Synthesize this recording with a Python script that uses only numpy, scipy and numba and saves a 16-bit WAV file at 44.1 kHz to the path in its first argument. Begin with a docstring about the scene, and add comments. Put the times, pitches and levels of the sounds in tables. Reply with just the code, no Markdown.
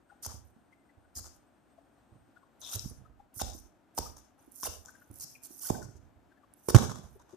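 """A quiet room, close to a phone: fingers pinch small pieces off a foam sponge.
The foam crackles thinly as it stretches, then rips in a dense fizz of bursting cells until the piece
lets go with a pop and the fingers recoil. Each tear opens from the treble downwards, and the room
answers it. In between, fingertips rustle, rub and thump over a dull hush.
Near the end a hand bumps the phone and overloads its microphone."""
import sys
import numpy as np
from scipy import signal
from scipy.fft import rfft, irfft
from scipy.io import wavfile
from scipy.ndimage import uniform_filter1d
from numba import njit

SR = 44100
rng = np.random.default_rng(int(sys.argv[2]) if len(sys.argv) > 2 else 0)


def store_pcm(level_fs):
    """Save levels as 16-bit WAV."""
    pcm = np.round(np.clip(level_fs, -1, 1) * 32767).astype(np.int16)
    wavfile.write(sys.argv[1], SR, np.atleast_2d(pcm).T)


N = 324576
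TIME = np.arange(N) / SR


def undb(db):
    """Decibels to gain."""
    return 10 ** (np.asarray(db) / 20)


def unit(x):
    """Scale to rms 1."""
    return x / np.sqrt(np.mean(x ** 2))


def pan(db):
    """Left and right gains; every pan here is left minus right in dB."""
    return undb(np.array([[db], [-db]]) / 2)


def colour(x, points, size=4096):
    """Minimum-phase EQ through the given (Hz, dB) points."""
    hz, db = np.transpose(points)
    freq = np.maximum(np.fft.rfftfreq(size, 1 / SR), 1)
    curve_db = np.interp(np.log(freq), np.log(hz), db)
    cepstrum = irfft(np.log(undb(curve_db)))
    cepstrum[1:size // 2] *= 2
    cepstrum[size // 2 + 1:] = 0
    return signal.oaconvolve(x, irfft(np.exp(rfft(cepstrum))))[:len(x)]


def walk(rate, count=N):
    """Random drift: `rate` values a second, joined by straight lines."""
    knots = rng.standard_normal(count // 20)
    return np.interp(TIME[:count] * rate, np.arange(len(knots)), knots)


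def ramp(start, length_s, db, rise_db, edge_s=.003):
    """A soft-edged fader move, straight in dB; db is its level halfway."""
    gain = np.zeros(N)
    i, count = int(start * SR), int(length_s * SR)
    gain[i:i + count] = undb(db + rise_db * np.linspace(-.5, .5, count))[:N - i]
    return uniform_filter1d(gain, size=max(int(edge_s * SR), 1))


def glide(spans, rest_hz):
    """A pitch that slides over each span and then holds."""
    hz = np.full(N, float(rest_hz))
    for start, length_s, first_hz, last_hz in spans:
        i = int(start * SR)
        hz[i:] = np.interp(TIME[i:], [start, start + length_s], [first_hz, last_hz])
    return hz


@njit
def sweep(x, hz, width_hz):
    """A swept filter; returns its band-pass and high-pass outputs."""
    out, band_state, low_state = np.empty((2, len(x))), 0., 0.
    for i in range(len(x)):
        tuning = np.tan(np.pi * min(hz[i], .45 * SR) / SR)
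        damping = width_hz[i] / hz[i]
        band = (band_state + tuning * (x[i] + 1e-18 - low_state)) / (1 + tuning * (tuning + damping))
        low = low_state + tuning * band
        band_state, low_state = 2 * band - band_state, 2 * low - low_state
        out[0, i], out[1, i] = damping * band, x[i] - damping * band - low
    return out


def ring(x, hz, width_hz):
    """Drive a resonance with steep skirts; rms 1."""
    hz, width = hz * np.ones(N), width_hz * np.ones(N)
    band = sweep(x, hz, width)[0]
    return unit(sweep(band, hz, width)[0])


def cells(rate, spread_db):
    """Single cell walls burst: many tiny clicks, a few big ones."""
    size = undb(spread_db * np.minimum(rng.exponential(size=N), 5))
    return (rng.random(N) < rate / SR) * size * rng.choice([-1, 1], N)


def twangs(rate, low_hz, high_hz, ring_s, spread_db):
    """Foam struts twang at random, each with its own pitch and size; rms 1."""
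    t = TIME[:SR // 80]
    when, pitch, size = rng.random((int(rate * N / SR), 3)).T[:, :, None]
    hz = low_hz + pitch * (high_hz - low_hz)
    rings = undb(spread_db * size) * np.exp(-t / ring_s) * np.sin(2 * np.pi * hz * t)
    where = (when * (N - len(t))).astype(int) + np.arange(len(t))
    return unit(np.bincount(where.ravel(), rings.ravel(), N))


# EQ of the room tone. Each row: frequency in Hz, gain in dB.
HUSH_EQ = [(25, -25), (52, -0.5), (100, -2.5), (170, -5), (290, 2.5), (450, -9), (700, -4.5), (1100, -12),
           (1500, -11.5), (2000, -18.5), (3200, -21), (5000, -26.5), (8500, -27), (10000, -33),
           (14000, -30)]


def hush(level_db=-66):
    """A dull bed of room tone that wavers a little."""
    shared = rng.standard_normal(N)
    sides = np.array([unit(colour(shared + rng.standard_normal(N), HUSH_EQ)) for _ in range(2)])
    return sides * undb(level_db + .8 * walk(rate=14)) * pan(2.8)


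def whine(waver_db=4, end_s=2.6):
    """Two thin, high tones flicker in the hush and fade out."""
    tones = sum(ring(rng.standard_normal(N), hz, width_hz=40) * undb(db + waver_db * walk(rate=9))
                for hz, db in ((8360, -90), (8764, -91)))
    return tones * np.clip((end_s - TIME) / .2, 0, 1)


# EQ of the reverb at each microphone. Each row: frequency in Hz, gain in dB.
REVERB_LEFT_EQ = [(50, -4.5), (120, -4), (300, -2.5), (1000, -7), (2200, -3), (4000, -2), (7000, -5),
                  (13000, -3.5)]
REVERB_RIGHT_EQ = [(50, 0), (120, -3.5), (280, -4), (700, -8), (1300, -8.5), (2200, -8), (4000, -6),
                   (7000, -9.5), (13000, -11.5)]


def room(x, predelay_s=.0034, hold_s=.08, bass_hz=500, bass_fade_s=.54, treble_fade_s=.32):
    """Wall reflections sag gently at first, then die away; the bass lingers longest."""
    t, out = TIME[:SR * 2 // 3], []
    low_pass = signal.butter(2, bass_hz, fs=SR, output="sos")
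    late = np.maximum(t - hold_s, 0)
    for channel, eq in zip(x, (REVERB_LEFT_EQ, REVERB_RIGHT_EQ)):
        echoes = rng.standard_normal(len(t)) * (t > predelay_s)
        bass = signal.sosfiltfilt(low_pass, echoes)
        tail = bass * 1e-3 ** (late / bass_fade_s) + (echoes - bass) * 1e-3 ** (late / treble_fade_s)
        tail *= undb(-25 * t)  # a further 25 dB a second over the whole tail
        response = colour(tail / np.linalg.norm(tail), eq)
        out.append(signal.oaconvolve(channel, response)[:N])
    return np.array(out)


# Faint pips between the tears. Each row: centre in seconds, pitch in Hz, level in dB.
FAINT_PIPS = [(.105, 1470, -53), (.732, 2060, -57), (.125, 828, -50.5), (1.787, 660, -49.5),
              (2.371, 1450, -53), (3.06, 1270, -53), (3.204, 823, -50.5), (4.066, 1217, -45.5),
              (4.891, 1520, -47), (4.957, 1580, -53.5), (5.022, 1495, -54.5), (5.358, 2390, -49.5),
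              (6.44, 1160, -56.5), (.899, 2040, -62), (1.054, 1510, -61), (2.436, 1060, -58),
              (4.389, 818, -60), (5.752, 1550, -47), (6.322, 1580, -59), (6.379, 1710, -63),
              (7.203, 988, -56), (5.656, 1515, -48.5), (5.827, 1490, -47.5), (7.161, 407, -49.5),
              (7.34, 352, -42.5)]


def pip(centre, hz, db, length_s=.026, scatter=.035, grit=.4):
    """A brief, scratchy chirp of unsteady pitch that fades in and out."""
    out = np.zeros(N)
    span = slice(int((centre - length_s / 2) * SR), int((centre + length_s / 2) * SR))
    t = TIME[span] - centre
    turns = hz * np.cumsum(1 + scatter * walk(rate=500, count=len(t))) / SR
    envelope = np.cos(np.pi * t / length_s) ** 2
    scratch = 1 + grit * walk(rate=900, count=len(t))
    out[span] = undb(db) * envelope * np.sin(2 * np.pi * turns) * scratch
    return out


# Changes of grip. Each row: start in seconds, length in seconds, level in dB.
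GRIPS = [(.44, .08, -74), (1.345, .03, -70), (2.83, .08, -57), (3.54, .06, -56), (4.16, .04, -64),
         (4.385, .12, -71), (4.8, .12, -67), (4.94, .16, -71), (5.13, .06, -59), (5.3, .08, -63),
         (5.5, .09, -58), (6.56, .1, -68), (7.03, .15, -73)]


def rustles(pan_db=-8):
    """Fingertips find a new grip and pluck single cells: small, soft crackles."""
    grip = sum(ramp(*row, rise_db=0, edge_s=.02) for row in GRIPS)
    shared, *own = (twangs(rate=200, low_hz=5500, high_hz=14000, ring_s=.003, spread_db=16)
                    + unit(cells(rate=700, spread_db=3)) for _ in range(3))
    sides = [unit(colour(shared + .7 * side, eq)) for side, eq in zip(own, (FIZZ_LEFT_EQ, THIN_RIGHT_EQ))]
    return np.array(sides) * grip * pan(pan_db)


# Skin scuffing foam or phone. Each row: start in seconds, length in seconds, fizz level in dB,
# body in dB relative to the fizz.
SCUFFS = [(.285, .05, -60, 2), (1.243, 0.037, -57, -4), (2.62, .1, -70, 5), (2.845, .06, -61, -12),
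          (3.53, .06, -62, -12), (4.165, 0.04, -64, -3), (4.85, 0.06, -64, -2), (5.817, 0.041, -55, -10),
          (5.955, .03, -69, -6), (6.748, .02, -34, 3), (6.775, .02, -45, 6), (6.822, .03, -48, 3),
          (6.895, .03, -52, 4), (6.95, .04, -60, 3), (7.03, .07, -71, 5), (7.195, 0.03, -70, 5),
          (7.29, 0.06, -70, 3)]


def rubs(fade_db=4, rasp_db=-11, treble_pan_db=8.5, body_pan_db=-9.5):
    """Skin slides in small slips: a short, fading scuff in the foam's colours, fuller when pressed."""
    out = np.zeros((2, N))
    slips = cells(rate=3000, spread_db=4) + np.array([cells(rate=3000, spread_db=3.5) for _ in range(2)])
    fizz, rasp, body = (np.array([unit(colour(side, eq)) for side in slips])
                        for eq in (FIZZ_LEFT_EQ, RASP_EQ, BODY_EQ))
    pressed = body * pan(body_pan_db) + undb(rasp_db) * rasp * pan(treble_pan_db)
    for start, length_s, db, body_db in SCUFFS:
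        out += ramp(start, length_s, db, -fade_db) * (fizz * pan(treble_pan_db) + undb(body_db) * pressed)
    return out * undb(3.3 * walk(rate=220))


# Foam squeaking on skin. Each row: start and length in seconds, first and last pitch in Hz, level in dB.
PINCH_SQUEAKS = [(2.619, .07, 3800, 3520, -53.5)]


def squeaks(width_hz=520, pan_db=12):
    """Quick slips of the skin drive one narrow, sinking resonance of the pinched foam."""
    hz = glide([row[:4] for row in PINCH_SQUEAKS], rest_hz=PINCH_SQUEAKS[0][2])
    hz *= 1 + .015 * walk(rate=120)
    gain = sum(ramp(start, length_s, db, 0, edge_s=.015) for start, length_s, _, _, db in PINCH_SQUEAKS)
    return ring(cells(rate=6000, spread_db=2.5), hz, width_hz) * gain * pan(pan_db)


# Soft thumps: fingers on foam and hand, and near 6.75 s the hand hitting the phone and rebounding. Each row:
# start in seconds, pitch in Hz, level in dB.
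SOFT_THUMPS = [(.34, 102, -44), (.562, 233, -51.5), (.972, 105, -55), (2.118, 95, -53),
               (2.15, 110, -54.5), (1.16, 75, -45), (2.84, 100, -46), (3.362, 105, -48), (3.47, 58, -43),
               (2.91, 112, -43), (3.005, 106, -50.5), (3.094, 90, -51.5), (3.548, 265, -44),
               (3.996, 98, -38.5), (4.477, 250, -49.5), (5.099, 103, -46), (5.11, 290, -49),
               (5.24, 110, -53), (5.505, 295, -48), (5.85, 110, -44), (5.88, 105, -47), (5.95, 84, -48.5),
               (6.024, 110, -54.5), (6.16, 95, -56), (6.6865, 950, -27), (6.738, 90, -31),
               (6.752, 208, -15), (6.772, 85, -34), (6.815, 187, -32.5), (6.9, 240, -39),
               (6.989, 151, -42), (7.04, 100, -46)]
# Pieces letting go. Each row: start in seconds, pop pitch in Hz, then pop level, recoil level, pan in dB.
RELEASES = [(.26, 950, -41.5, -43, -10.5), (1.189, 1390, -51.5, -47, -2.5), (2.745, 190, -45, -35, -7.5),
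            (3.415, 880, -26, -36, -9), (3.978, 998, -26, -45, -5), (4.631, 1250, -34, -55, -6),
            (4.673, 400, -37, -45, -13.5), (5.7005, 640, -21, -36, -8.5), (6.686, 338, -20.5, -42, -5.5)]


def blows(pop_rise_s=.0017, recoil_hz=84.2, recoil_lag_s=.007, recoil_rise_s=.0094, thump_pan_db=-8.5):
    """Cue each pop, the recoil of the fingers just after it, and every other thump."""
    for start, hz, pop_db, recoil_db, pan_db in RELEASES:
        yield start, hz, pop_db, pop_rise_s, pan_db
        yield start + recoil_lag_s, recoil_hz, recoil_db, recoil_rise_s, pan_db
    for start, hz, db in SOFT_THUMPS:
        yield start, hz, db, .68 / hz, thump_pan_db  # lower thumps swell more slowly


def thumps(rough=.22, wobble=.22, left_lag_s=.0008):
    """Soft flesh and foam swing for a few uneven cycles and die away, with a dull rub of skin."""
    out, t = np.zeros((2, N)), TIME[:SR // 5]
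    skin_eq = [(40, -30), (130, 0), (280, -1), (600, -10.5), (1200, -17.5), (2500, -34), (6000, -64)]
    rub = unit(colour(rng.standard_normal(N), skin_eq))
    for start, hz, db, rise_s, pan_db in blows():
        i = int(start * SR)
        swell = t / rise_s * np.exp(1 - t / rise_s)
        uneven_time = np.cumsum(1 + wobble * walk(hz, count=len(t))) / SR
        turns = hz * (uneven_time - np.array([[left_lag_s], [0]]))
        swing = np.sin(2 * np.pi * turns) + rough * rub[i:i + len(t)]
        out[:, i:i + len(t)] += undb(db) * pan(pan_db) * swell * swing
    return out


# A freed finger hitting the other hand. Each row: centre in seconds, pitch in Hz, level in dB.
FINGER_SLAPS = [(2.8605, 120, -31.5), (3.9915, 350, -30), (5.7063, 200, -19.5), (6.7065, 330, -28),
                (6.8325, 300, -29)]


def slaps(pan_db=-10):
    """Flesh meets flesh: a single push and pull of air."""
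    out = np.zeros(N)
    for centre, hz, db in FINGER_SLAPS:
        phase = 2 * np.pi * hz * (TIME - centre)
        out -= undb(db) * phase * np.exp((1 - np.minimum(phase ** 2, 100)) / 2)
    return out * pan(pan_db)


# The hand on the phone. One row: start in seconds, pitch in Hz, level in dB, hold in seconds, pan in dB.
PHONE_BUMP = (6.7464, 113, -5, 0.017, -14.5)


def bump(judder=.25, left_lead_s=.0016, attack_s=.0006, release_s=.003):
    """The hand rocks the phone for a few juddering cycles; one microphone swings first."""
    start, hz, db, hold_s, pan_db = PHONE_BUMP
    t = np.maximum(TIME - start, 0)
    push = (1 - np.exp(-t / attack_s)) * np.exp(-np.clip((t - hold_s) / release_s, 0, 50))
    swing = -np.cos(2 * np.pi * hz * (t + np.array([[left_lead_s], [0]])))
    return undb(db) * pan(pan_db) * push * swing * (1 + judder * walk(rate=800))


# Hard hits on the case during the bump. 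Each row: start in seconds, level in dB, pan in dB.
CASE_KNOCKS = [(6.7467, -8, -11), (6.7514, -15, 4), (6.7578, -18, -3), (6.7625, -12.5, -12)]
# EQ of the case. Each row: frequency in Hz, gain in dB.
CASE_EQ = [(150, -2), (450, 5), (750, 7), (1150, 5.5), (1550, -10), (2400, -8), (4200, -10), (7000, -13),
           (14000, -19)]


def knocks(decay_s=.0014):
    """The case cracks dryly each time the hand catches it."""
    out, t = np.zeros((2, N)), TIME[:SR // 50]
    for start, db, pan_db in CASE_KNOCKS:
        i = int(start * SR)
        crack = unit(colour(rng.standard_normal(len(t)), CASE_EQ))
        out[:, i:i + len(t)] += undb(db) * pan(pan_db) * crack * np.exp(-t / decay_s)
    return out


# Single strands breaking. Each row: start in seconds, pitch in Hz, level in dB, pan in dB.
STRAND_BREAKS = [(0.237, 9500, -33, -3), (0.256, 6000, -31, 9), (2.616, 6300, -40, 12),
                 (2.725, 5800, -30, 8), (2.758, 6200, -29, 2), (2.7945, 5410, -29.5, 23),
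                 (3.341, 13300, -46, -8), (3.361, 10100, -42, -6), (3.4165, 4600, -28, 2),
                 (3.501, 6130, -37, 21), (3.519, 5500, -42, 10), (3.95, 10000, -45, -8),
                 (4.52, 10000, -40, -10.5), (4.633, 5660, -27, 9), (4.859, 7020, -34.5, 12.5),
                 (4.6, 6400, -40, 1), (5.113, 9500, -43, -8), (5.141, 10800, -42, -11),
                 (5.1865, 13800, -35, -6), (5.435, 10000, -37, -6), (5.581, 13500, -38, -11),
                 (5.158, 10500, -39, -8), (5.231, 5900, -36, 9), (5.595, 6200, -39, 3),
                 (5.7045, 6500, -27, -2), (6.538, 9900, -41.5, -16), (6.6875, 9000, -22, -4)]


def strands(rise_s=.00036, grit=.45):
    """Thick strands break with a sharp, briefly ringing tick."""
    out, t = np.zeros((2, N)), TIME[:SR // 100]
    envelope = t / rise_s * np.exp(1 - t / rise_s)
    for start, hz, db, pan_db in STRAND_BREAKS:
        i = int(start * SR)
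        crack = unit(colour(rng.standard_normal(len(t)), FIZZ_LEFT_EQ if pan_db > 0 else FIZZ_RIGHT_EQ))
        tick = np.sin(2 * np.pi * hz * t) + grit * crack
        out[:, i:i + len(t)] += undb(db) * pan(pan_db) * envelope * tick
    return out


def deepen(x, strain_hz=7500, rip_hz=3700, end_hz=500):
    """Small cells break first and larger ones later, so a low cut slides down through each tear."""
    spans = []
    for start, length_s, lead_s, *_ in FOAM_TEARS:
        spans += [(start - lead_s, lead_s, strain_hz, rip_hz), (start, length_s, rip_hz, end_hz)]
    cutoff_hz = glide(spans, strain_hz)
    return np.array([sweep(side, cutoff_hz, np.sqrt(2) * cutoff_hz)[1] for side in x])


# EQ of the thin crackle at the right microphone. Each row: frequency in Hz, gain in dB.
THIN_RIGHT_EQ = [(800, -42), (3500, -39), (5300, -19.5), (6800, -15), (8000, -4.5), (9900, 1), (12300, -3),
                 (14000, 2.5), (15000, -6.5)]


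def stretching(rise_db=15, pan_db=-9):
    """Before each rip the first cells give way in a thin crackle that grows with the strain."""
    strain = sum(ramp(start - lead_s, lead_s, db + stretch_db - rise_db / 2, rise_db)
                 for start, _, lead_s, db, stretch_db, *_ in FOAM_TEARS)
    shared = cells(rate=1800, spread_db=3.2)
    sides = np.array([unit(colour(shared + cells(rate=2000, spread_db=3.2), eq))
                      for eq in (FIZZ_LEFT_EQ, THIN_RIGHT_EQ)])
    flicker = undb(3 * walk(rate=350) + 1.5 * walk(rate=45) - .5)
    return deepen(sides * strain) * pan(pan_db) * flicker


def crunch(low_hz=4500, high_hz=7500, trim_db=-11.5, pan_db=7):
    """Thicker struts snap one after another, each ringing briefly at its own pitch."""
    shared, *own = (twangs(700, low_hz, high_hz, ring_s=.0015, spread_db=14) for _ in range(3))
    high_pass = signal.butter(4, low_hz, "high", fs=SR, output="sos")
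    return undb(trim_db) * pan(pan_db) * unit(signal.sosfilt(high_pass, shared + .6 * np.array(own)))


# EQs of the foam: the fizz at each microphone, the rasp of thicker foam giving way, and the body of
# stretched foam and fingers. Each row: frequency in Hz, gain in dB.
FIZZ_LEFT_EQ = [(800, -32.5), (2800, -30), (4200, -13), (5200, -3), (6200, 2.5), (7500, -6.5),
                (9500, -11.5), (12000, -17.5), (13600, -16), (15000, -26)]
FIZZ_RIGHT_EQ = [(800, -33), (2500, -32), (4000, -25), (5300, -11.5), (6800, -8), (8000, -2), (9900, 1),
                 (11000, -6), (12300, -4), (14000, 0.5), (15000, -9)]
RASP_EQ = [(500, -28), (1450, -13), (2050, -15), (2500, -12.5), (2850, -7), (3150, -4), (3700, 0),
           (4400, -8), (7000, -30)]
BODY_EQ = [(40, -17), (100, 0), (300, -9.5), (600, -1), (1100, 0.5), (1550, -4.5), (2000, -16.5),
           (3200, -22.5), (5000, -38.5)]
# Tears, each a stretch and then a rip. 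Each row: rip start, rip length and stretch length in seconds,
# fizz level in dB, then stretch, body and rasp in dB relative to the fizz, and fizz pan in dB.
FOAM_TEARS = [(0.229, 0.039, 0.007, -41, -6, -15, -18, 0.5), (1.154, 0.042, 0.0076, -42, -12, -25, -28, -1),
              (2.614, 0.106, .018, -49.5, -6, -20, -12, 4), (2.72, 0.043, .02, -36.5, -5, -16.5, -13, 0.5),
              (3.396, 0.026, 0.054, -36.5, -3.5, -9, -9, -0.5),
              (3.976, .014, 0.031, -33.5, -17, -10, -15, -2.5),
              (4.63, .048, .115, -36.5, -7.5, -9.5, -15.5, -3),
              (5.197, .048, .09, -42.5, -13, -29, -27, -3), (5.432, .041, 0.014, -50, -6, -27, -24, -10),
              (5.61, 0.082, 0.15, -41.5, -9.5, -21, -22, -7), (5.689, .017, .01, -36.5, -10, -8.5, -14, 2),
              (6.686, .022, .06, -34.5, -19, -5, -13, -3.5)]


def tearing(stereo_spread=.95, taut_hz=5900, flap_hz=(1300, 520), flap_db=-7):
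    """The tear runs in fits; bursting cells and twanging struts fizz, rasp and shake the freed flap."""
    fizz_gain, body_gain, rasp_gain = np.zeros((3, 2, N))
    for start, length_s, _, db, _, body_db, rasp_db, pan_db in FOAM_TEARS:
        rip = ramp(start, length_s, db, rise_db=4, edge_s=.007)
        fizz_gain += rip * pan(pan_db)
        body_gain += ramp(start, length_s, db + body_db, rise_db=10) * pan(-7)
        rasp_gain += rip * undb(rasp_db) * pan(9.5)
    fits = undb(2.7 * walk(rate=350) + .7 * walk(rate=50) - .6)
    struts = twangs(rate=800, low_hz=608, high_hz=14500, ring_s=.003, spread_db=15)
    shared = unit(cells(rate=5000, spread_db=3)) + struts
    # The taut foam's resonance wanders; the flap rings lower as the rip lengthens.
    taut_pitch = taut_hz * np.exp(.19 * walk(rate=70))
    flap_pitch = glide([(start, length_s, *flap_hz) for start, length_s, *_ in FOAM_TEARS], flap_hz[0])
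    treble, body = np.zeros((2, 2, N))
    for side, (eq, taut_db) in enumerate(((FIZZ_LEFT_EQ, -9), (FIZZ_RIGHT_EQ, -19.5))):
        bursts = shared + stereo_spread * unit(cells(rate=5000, spread_db=3.5))
        taut = undb(taut_db) * ring(bursts, taut_pitch, width_hz=1100)
        flap = undb(flap_db) * ring(bursts, flap_pitch, width_hz=650)
        fizz = unit(unit(colour(bursts, eq)) + taut)
        rasp = unit(colour(bursts, RASP_EQ))
        treble[side] = fizz * fizz_gain[side] + rasp * rasp_gain[side]
        body[side] = unit(unit(colour(bursts, BODY_EQ)) + flap)
    return fits * (deepen(treble + crunch() * fizz_gain) + body * body_gain)


def scene():
    """Mix foam, hands and room; the bump reaches the phone mostly by touch, so it gets little reverb."""
    hands = stretching() + rustles() + tearing() + squeaks() + rubs() + thumps()
    ticks = undb(-5) * strands()
    pips = undb(-4) * sum(pip(*row) for row in FAINT_PIPS) * pan(11)
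    rocking, cracks, flesh = bump(), knocks(), slaps()
    send = hands + undb(-3) * (ticks + flesh) + undb(-27) * rocking + undb(-8) * cracks + undb(-5) * pips
    return hands + ticks + flesh + pips + rocking + cracks + room(send) + hush() + whine()


def suppress(x, split_hz=2600, threshold_db=-70, depth_db=-6):
    """Noise suppressor: ducks the treble whenever it is faint, which dries the tails."""
    low = signal.sosfilt(signal.butter(2, split_hz, fs=SR, output="sos"), x)
    treble = x - low
    power = np.abs(uniform_filter1d(np.mean(treble ** 2, axis=0), size=900))
    opening = power / (power + undb(threshold_db) ** 2)
    return low + treble * undb(depth_db * (1 - opening))


def record(dry, limit=.68, rumble_hz=36, top_hz=14250):
    """The phone cuts rumble, clips flat on overload, hushes faint treble and drops the very top."""
    thinned = signal.sosfilt(signal.butter(2, rumble_hz, "high", fs=SR, output="sos"), dry)
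    hushed = suppress(np.clip(thinned, -limit, limit))
    return signal.sosfilt(signal.ellip(10, .2, 70, top_hz, fs=SR, output="sos"), hushed)


dry = scene()
out = record(dry)
store_pcm(out)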